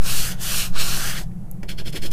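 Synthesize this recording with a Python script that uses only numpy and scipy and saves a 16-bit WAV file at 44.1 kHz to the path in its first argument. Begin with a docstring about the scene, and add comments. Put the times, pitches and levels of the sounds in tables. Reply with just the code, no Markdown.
"""At a table in a room with a fan, sandpaper rubs a wooden block: three long strokes along its edge,
then quick short strokes on its end. Dense random clicks stand for the grit. They ring the block
through resonances, and are filtered into paper hiss and table rumble. Knocks are sums of dying tones,
cracks are tiny noise bursts, and a faint tone dies away. A noise tail makes the echo.
Behind it are filtered fan noise, a low hum and a slow sway in air pressure."""
import sys
import numpy as np
from scipy import signal
from scipy.fft import rfft, irfft
from scipy.io import wavfile
from scipy.ndimage import map_coordinates

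SR = 44100
rng = np.random.default_rng(int(sys.argv[2]) if len(sys.argv) > 2 else 0)


def master_out(mix):
    """Clip the mix to full scale and print it as 16-bit PCM to the path in sys.argv[1]."""
    frames = np.transpose(np.atleast_2d(mix))
    ceiling = np.clip(frames, -1, 1)
    pcm = np.round(ceiling * 32767).astype(np.int16)
    wavfile.write(sys.argv[1], SR, pcm)


N = 93756  # length in samples

# Long strokes along the edge: t/s, level/dB, then parts relative to that level, before their own trims:
# low ring/dB, second ring/dB, third ring/dB, paper hiss/dB
LONG_STROKES = [
    [(0.012, -41, -3, -14, -12, -6), (0.066, -24, -13, -10.5, -11.5, -8.5),
     (0.104, -27.5, -9.5, -9.5, -2, -0.5), (0.198, -26, -14.5, -10, -6.5, -2),
     (0.286, -29.5, -4, -9.5, -17, -2.5), (0.322, -29, -8.5, -9, -23, -8.5), (0.37, -53, 2, -22, -14, -14)],
    [(0.37, -51, 2, -9, -11, -13), (0.42, -31, -10, -7.5, -38, -1), (0.464, -29, -5.5, -8, -6, -1),
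     (0.608, -29.5, -9.5, -2, -6, 3), (0.664, -39.5, -3, 0, -10, 3.5), (0.715, -55.5, -7, -10, -14, -5)],
    [(0.715, -53, -5, -17, -15, -10), (0.763, -26.5, -9.5, -13, -13, -28),
     (0.797, -20.5, -18.5, -15.5, -5, -11), (1.101, -25.5, -2.5, -14, -16, -7),
     (1.143, -37, 1, -6.5, -11, -3.5), (1.187, -29, -3, -12.5, -11, -9),
     (1.237, -41.5, -11.5, -30, -6.5, -9.5), (1.27, -88, -11, -10, -8, -6)],
]
# Short strokes on the end: t/s, level/dB, table rumble/dB (not relative),
# then relative to level: paper hiss/dB, low ring/dB; the last three are before their own trims
SHORT_STROKES = [
    [(1.632, -48, -44, 4, -4), (1.644, -53.5, -40.5, -6, 2), (1.668, -70, -50, -14, -9)],
    [(1.672, -69, -65, -10, -5), (1.692, -29, -41, -7.5, -7.5), (1.714, -35.5, -46, -7, -6),
     (1.728, -42, -44, -6, -8), (1.746, -62, -48, 1, -6), (1.76, -66, -65, -1, -6)],
    [(1.765, -68, -52, -10, -6), (1.771, -55, -62, -6, -11), (1.787, -31, -44, -12, -11.5),
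     (1.803, -36.5, -41.5, -12, -8), (1.825, -53, -38, 0, -2), (1.84, -73, -70, -8, -5)],
    [(1.84, -66, -66, 1, -4), (1.86, -36, -39.5, -7.5, -11), (1.882, -31.5, -39, -10, -11),
     (1.904, -49, -46, 6, -10), (1.917, -65, -60, -2, -8)],
    [(1.917, -70, -54, -2, -6), (1.929, -34, -51, -5, -12), (1.943, -40, -34.5, -5, -9),
     (1.963, -26.5, -35.5, -8.5, -7), (1.977, -28.5, -34, -9.5, -13), (2.005, -66, -51, 1, 0)],
    [(2.005, -56, -55, -5, -3), (2.011, -62, -63, 2, -7), (2.023, -34.5, -45, -4, -10.5),
     (2.055, -34.5, -30.5, -2.5, -5), (2.065, -29, -41, -5.5, -10.5), (2.098, -60, -41, 2, -5)],
    [(2.098, -73, -61, 6, -15), (2.116, -34.5, -42, 0.5, -8), (2.125, -35, -37, -2, -9)],
]

# Block resonances: f/Hz, width/Hz, level/dB (within the set; a resonance used alone is scaled to rms 1)
EDGE_SECOND_RING = [(2760, 1650, -2)]
EDGE_LOW_RING = [(1312, 660, -2.74), (1910, 1070, -1.5)]
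EDGE_THIRD_RING = [(3880, 1500, -0.39), (4800, 820, -1.1)]
EDGE_UPPER_RING = [(5340, 2000, 0.2), (6900, 620, -0.32), (7660, 640, -2.6)]
END_MAIN_RING = [(3180, 280, 3), (4357, 140, 2.5), (5130, 250, -3), (7500, 330, -13), (10200, 600, -14.5)]
END_LOW_RING = [(1518, 240, -2.5), (2040, 570, -3), (2670, 450, -5.5)]

# Spectrum shapes, each scaled to rms 1 afterwards: f/Hz, level/dB
PAPER_HISS = [(2000, -78), (5000, -2), (8000, -1.5), (11000, -3.5), (14000, -4.5), (16000, -10)]
EDGE_TABLE_RUMBLE = [(60, -5), (200, -1), (400, -5), (800, -3), (1100, -10.5), (2500, -102)]
END_TABLE_RUMBLE = [(60, -21), (200, 3), (380, 1), (550, -3.5), (800, -11), (1100, -16), (2500, -48)]
FAN_NOISE = [(15, -23), (25, 11.5), (64, -8), (107, -4.5), (144, -0.5), (183, 1.5), (267, -29.5),
             (313, -17.5), (421, -30), (482, -22.5), (614, -31), (762, -25.5), (919, -35), (3720, -54),
             (10400, -47.5), (12800, -50), (15500, -56)]

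# Bounce off the table top, as the spacing of the spectrum peaks it makes: t/s, spacing f/Hz
TABLE_BOUNCE = [(0, 1300), (.15, 1390), (.3, 1580), (.42, 1585), (.6, 1360), (.8, 1340), (.92, 1400),
                (1.02, 1527), (1.2, 1604)]
# Bounce spacings between which the edge's low ring glides: lower f/Hz, upper f/Hz
LOW_RING_GLIDE = (1420, 1660)
# Knocks of paper or hand on the block: t/s, peak level/dB, softness f/Hz
BLOCK_KNOCKS = [(1.214, -29.5, 1500), (1.315, -43.5, 4000), (1.6315, -24, 9000), (1.635, -26, 3000),
                (1.6373, -36, 5000)]
# Ways the block on the table vibrates when knocked: f/Hz, level/dB before softening, time to fall 60 dB/s
BLOCK_MODES = [(315, 3, 0.019), (590, -8, 0.043), (973, -9, 0.076), (1560, -11, 0.032), (1910, 3.5, 0.014),
               (2320, 2, 0.01), (2930, -17, .012), (4570, -2, 0.0054), (6000, 0, 0.0051),
               (8500, -14, 0.0026)]
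# Paper cracks: t/s, peak level/dB
PAPER_CRACKS = [(1.4955, -52), (1.5135, -24), (1.5131, -37)]
# One faint ring: t/s, f/Hz, starting level/dB, time to fall 60 dB/s
FAINT_RING = (1.245, 1765, -63, .4)
# Slow pressure sway: t/s, greatest level/dB
PRESSURE_SWAY = [(0, -6), (.25, -10), (.45, -19), (.8, -7), (1.0, -10), (1.2, -23), (1.7, -23), (1.85, -13),
                 (2.1, -14)]

# Trims in dB, added to the stroke tables
EDGE_SECOND_DB, EDGE_THIRD_DB, EDGE_LOW_DB, EDGE_HISS_DB = 3, -6, -1, 1
EDGE_UPPER_DB = -12.5  # relative to the stroke level
EDGE_RUMBLE_DB, RUMBLE_FOLLOWS = -30, 0.46  # rumble moves 0.46 dB for each dB of stroke level
END_RING_DB, END_LOW_DB, END_HISS_DB, END_RUMBLE_DB = -4, 0.5, -3, -0.5

GRIT_PER_S, GRIT_SPREAD_DB = 14000, 2
CHATTER_DB, CHATTER_HZ = 0.5, 35
WANDER_DB, WANDER_HZ = 1.5, 10.6
BOUNCE_SHARE, BOUNCE_CUT_HZ = 0.4, 6000
CRACK_HZ, CRACK_WIDTH_HZ, CRACK_T60_S = 12000, 7500, 0.0016
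ECHO_T60_S, ECHO_DB = 0.18, -13
FAN_DB, SWAY_HZ = -32.5, 3
HUM_HZ, HUM_WIDTH_HZ, HUM_NOISE_DB, HUM_TONE_DB = 118.9, 6.2, -43.5, -41.5
TOP_STOP_HZ = 15993  # from here up, sound is at least 70 dB down


def long_strokes():
    """Rub along the edge: grit rings the block and hisses, the table adds a bounce and a rumble."""
    level, low, second, third, hiss = curves(LONG_STROKES)
    shared_grit = grit()
    rub = amp(EDGE_SECOND_DB + second) * ring(shared_grit, EDGE_SECOND_RING)
    rub += amp(EDGE_THIRD_DB + third) * ring(shared_grit, EDGE_THIRD_RING)
    rub += amp(EDGE_LOW_DB + low) * low_ring(grit())
    rub += amp(EDGE_UPPER_DB) * ring(grit(), EDGE_UPPER_RING)
    rub += amp(EDGE_HISS_DB + hiss) * colour(grit(), PAPER_HISS)
    rumble_gain = amp(EDGE_RUMBLE_DB + RUMBLE_FOLLOWS * level)
    return bounce(amp(level) * rub) + rumble_gain * colour(shared_grit, EDGE_TABLE_RUMBLE)


def grit():
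    """Grains of sand catch: dense clicks of uneven size and random sign, with chattering pressure."""
    sizes = amp(GRIT_SPREAD_DB * np.minimum(rng.exponential(1, N), 5))
    signs = rng.choice([-1, 1], N)
    catches = rng.random(N) < GRIT_PER_S / SR
    chatter = amp(CHATTER_DB * drift(CHATTER_HZ))
    return unit(sizes * signs * catches * chatter)


def low_ring(clicks):
    """Blend two block resonances, leaning to the higher one as the bounce spacing widens."""
    s, hz = np.transpose(TABLE_BOUNCE)
    spacing = np.interp(np.arange(N) / SR, s, hz)
    glide = (spacing - LOW_RING_GLIDE[0]) / (LOW_RING_GLIDE[1] - LOW_RING_GLIDE[0])
    up = np.clip(glide, 0.15, 0.9)  # both resonances always stay in
    lower = ring(clicks, EDGE_LOW_RING[:1])
    upper = ring(clicks, EDGE_LOW_RING[1:])
    return np.sqrt(1 - up) * lower - np.sqrt(up) * upper


def bounce(x):
    """Add the duller, later sound off the table top; its moving delay makes moving spectrum peaks."""
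    s, hz = np.transpose(TABLE_BOUNCE)
    lag = SR / np.interp(np.arange(N) / SR, s, hz)  # in samples
    low_pass = signal.butter(1, BOUNCE_CUT_HZ, fs=SR, output="sos")
    dull = signal.sosfiltfilt(low_pass, x)
    return x + BOUNCE_SHARE * map_coordinates(dull, [np.arange(N) - lag], order=3)


def short_strokes():
    """Rub on the end grain: grit rings another set of resonances, hisses and shakes the table."""
    level, rumble, hiss, low = curves(SHORT_STROKES)
    shared_grit = grit()
    rub = amp(END_RING_DB) * ring(shared_grit, END_MAIN_RING)
    rub += amp(END_LOW_DB + low) * ring(shared_grit, END_LOW_RING)
    rub += amp(END_HISS_DB + hiss) * colour(grit(), PAPER_HISS)
    return amp(level) * rub + amp(rumble + END_RUMBLE_DB) * colour(shared_grit, END_TABLE_RUMBLE)


def knocks():
    """Each knock rings the block as dying tones; a soft one leaves the high tones weak."""
    out, t = np.zeros(N), np.arange(SR // 4) / SR
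    for s, db, soft_hz in BLOCK_KNOCKS:
        hit = np.zeros(len(t))
        for hz, mode_db, t60 in BLOCK_MODES:
            fade = amp(mode_db + rng.normal(0, 1) - 60 * t / t60)  # strength varies from knock to knock
            hit += fade * np.sin(2 * np.pi * hz * t) / (1 + (hz / soft_hz) ** 2)
        out[int(s * SR):][:len(t)] += amp(db) * hit / np.abs(hit).max()
    return out


def paper_cracks():
    """Each crack is a very short, bright burst of fading noise through two equal resonances."""
    out, k = np.zeros(N), np.arange(300)
    for s, db in PAPER_CRACKS:
        burst = amp(-60 * k / SR / CRACK_T60_S) * rng.standard_normal(len(k))
        for _ in range(2):
            burst = resonate(burst, CRACK_HZ, CRACK_WIDTH_HZ)
        out[int(s * SR):][:len(k)] += amp(db) * burst / np.abs(burst).max()
    return out


def faint_tone():
    """A thin sine tone that dies away."""
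    s, hz, db, t60 = FAINT_RING
    t = np.maximum(np.arange(N) / SR - s, 0)  # held at 0, so silent, before it starts
    return amp(db - 60 * t / t60) * np.sin(2 * np.pi * hz * t)


def echo(x):
    """Spread the sound into a diffuse room tail, using fading noise as the echo pattern."""
    k = np.arange(SR // 2)
    tail = rng.standard_normal(len(k)) * amp(-60 * k / SR / ECHO_T60_S)
    return signal.fftconvolve(x, tail / np.sqrt(np.sum(tail ** 2)))[:N]


def room_tone():
    """Fan noise, a hum made of narrow noise plus a steady tone, and a slow sway in air pressure."""
    t = np.arange(N) / SR
    fan = amp(FAN_DB) * colour(rng.standard_normal(N), FAN_NOISE)
    wavering_hum = unit(resonate(rng.standard_normal(N), HUM_HZ, HUM_WIDTH_HZ))
    steady_hum = np.sin(2 * np.pi * HUM_HZ * t)
    s, db = np.transpose(PRESSURE_SWAY)
    sway = amp(np.interp(t, s, db)) * np.tanh(drift(SWAY_HZ))  # tanh limits the swing
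    return fan + amp(HUM_NOISE_DB) * wavering_hum + amp(HUM_TONE_DB) * steady_hum + sway


def amp(db):
    """Turn dB into a gain."""
    return 10 ** (np.asarray(db) / 20)


def unit(x):
    """Scale to rms 1, a standard average strength."""
    return x / np.sqrt(np.mean(x ** 2) + 1e-20)


def curves(tables):
    """Join stroke tables into smooth control lines, at -120 dB outside the strokes."""
    t = np.arange(N) / SR
    out = np.full((len(tables[0][0]) - 1, N), -120.)
    for rows in tables:
        s, *cols = np.transpose(rows)
        on = (t >= s.min()) & (t <= s.max())
        out[:, on] = [np.interp(t[on], s, c) for c in cols]
    return out


def colour(x, points):
    """Shape a sound's spectrum by (f/Hz, level/dB) points, then scale to rms 1."""
    hz, db = np.transpose(points)
    f = np.maximum(np.fft.rfftfreq(len(x), 1 / SR), 1)
    gain = amp(np.interp(np.log(f), np.log(hz), db, left=-90))
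    return unit(irfft(rfft(x) * gain, len(x)))


def resonate(x, hz, width_hz):
    """One resonance: it favours sound near hz, with a gain of about 1 at its peak."""
    r = np.exp(-np.pi * width_hz / SR)
    feed = np.array([1, 0, -1]) * (1 - r * r) / 2
    return signal.lfilter(feed, [1, -2 * r * np.cos(2 * np.pi * hz / SR), r * r], x)


def ring(x, table):
    """Side-by-side resonances with alternating signs, each wandering in strength; rms 1."""
    total = np.zeros(N)
    for k, (hz, width_hz, db) in enumerate(table):
        strength = amp(db + WANDER_DB * drift(WANDER_HZ))
        total += (-1) ** k * strength * resonate(x, hz, width_hz)
    return unit(total)


def drift(rate_hz):
    """Slow random movement of rms 1: noise smoothed twice."""
    r = np.exp(-2 * np.pi * rate_hz / SR)
    smooth = signal.lfilter([1], [1, -2 * r, r * r], rng.standard_normal(N + SR))
    return unit(smooth[SR:])  # skip the filter's first second


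def scene():
    """Mix near sounds, their echo and the room; both channels are alike."""
    near = long_strokes() + short_strokes() + knocks() + paper_cracks() + faint_tone()
    mix = near + amp(ECHO_DB) * echo(near) + room_tone()
    return np.array([mix, mix])


def record(dry):
    """Cut the very top of the treble steeply."""
    return signal.sosfilt(signal.cheby2(16, 70, TOP_STOP_HZ, fs=SR, output="sos"), dry)


dry = scene()
out = record(dry)
master_out(out)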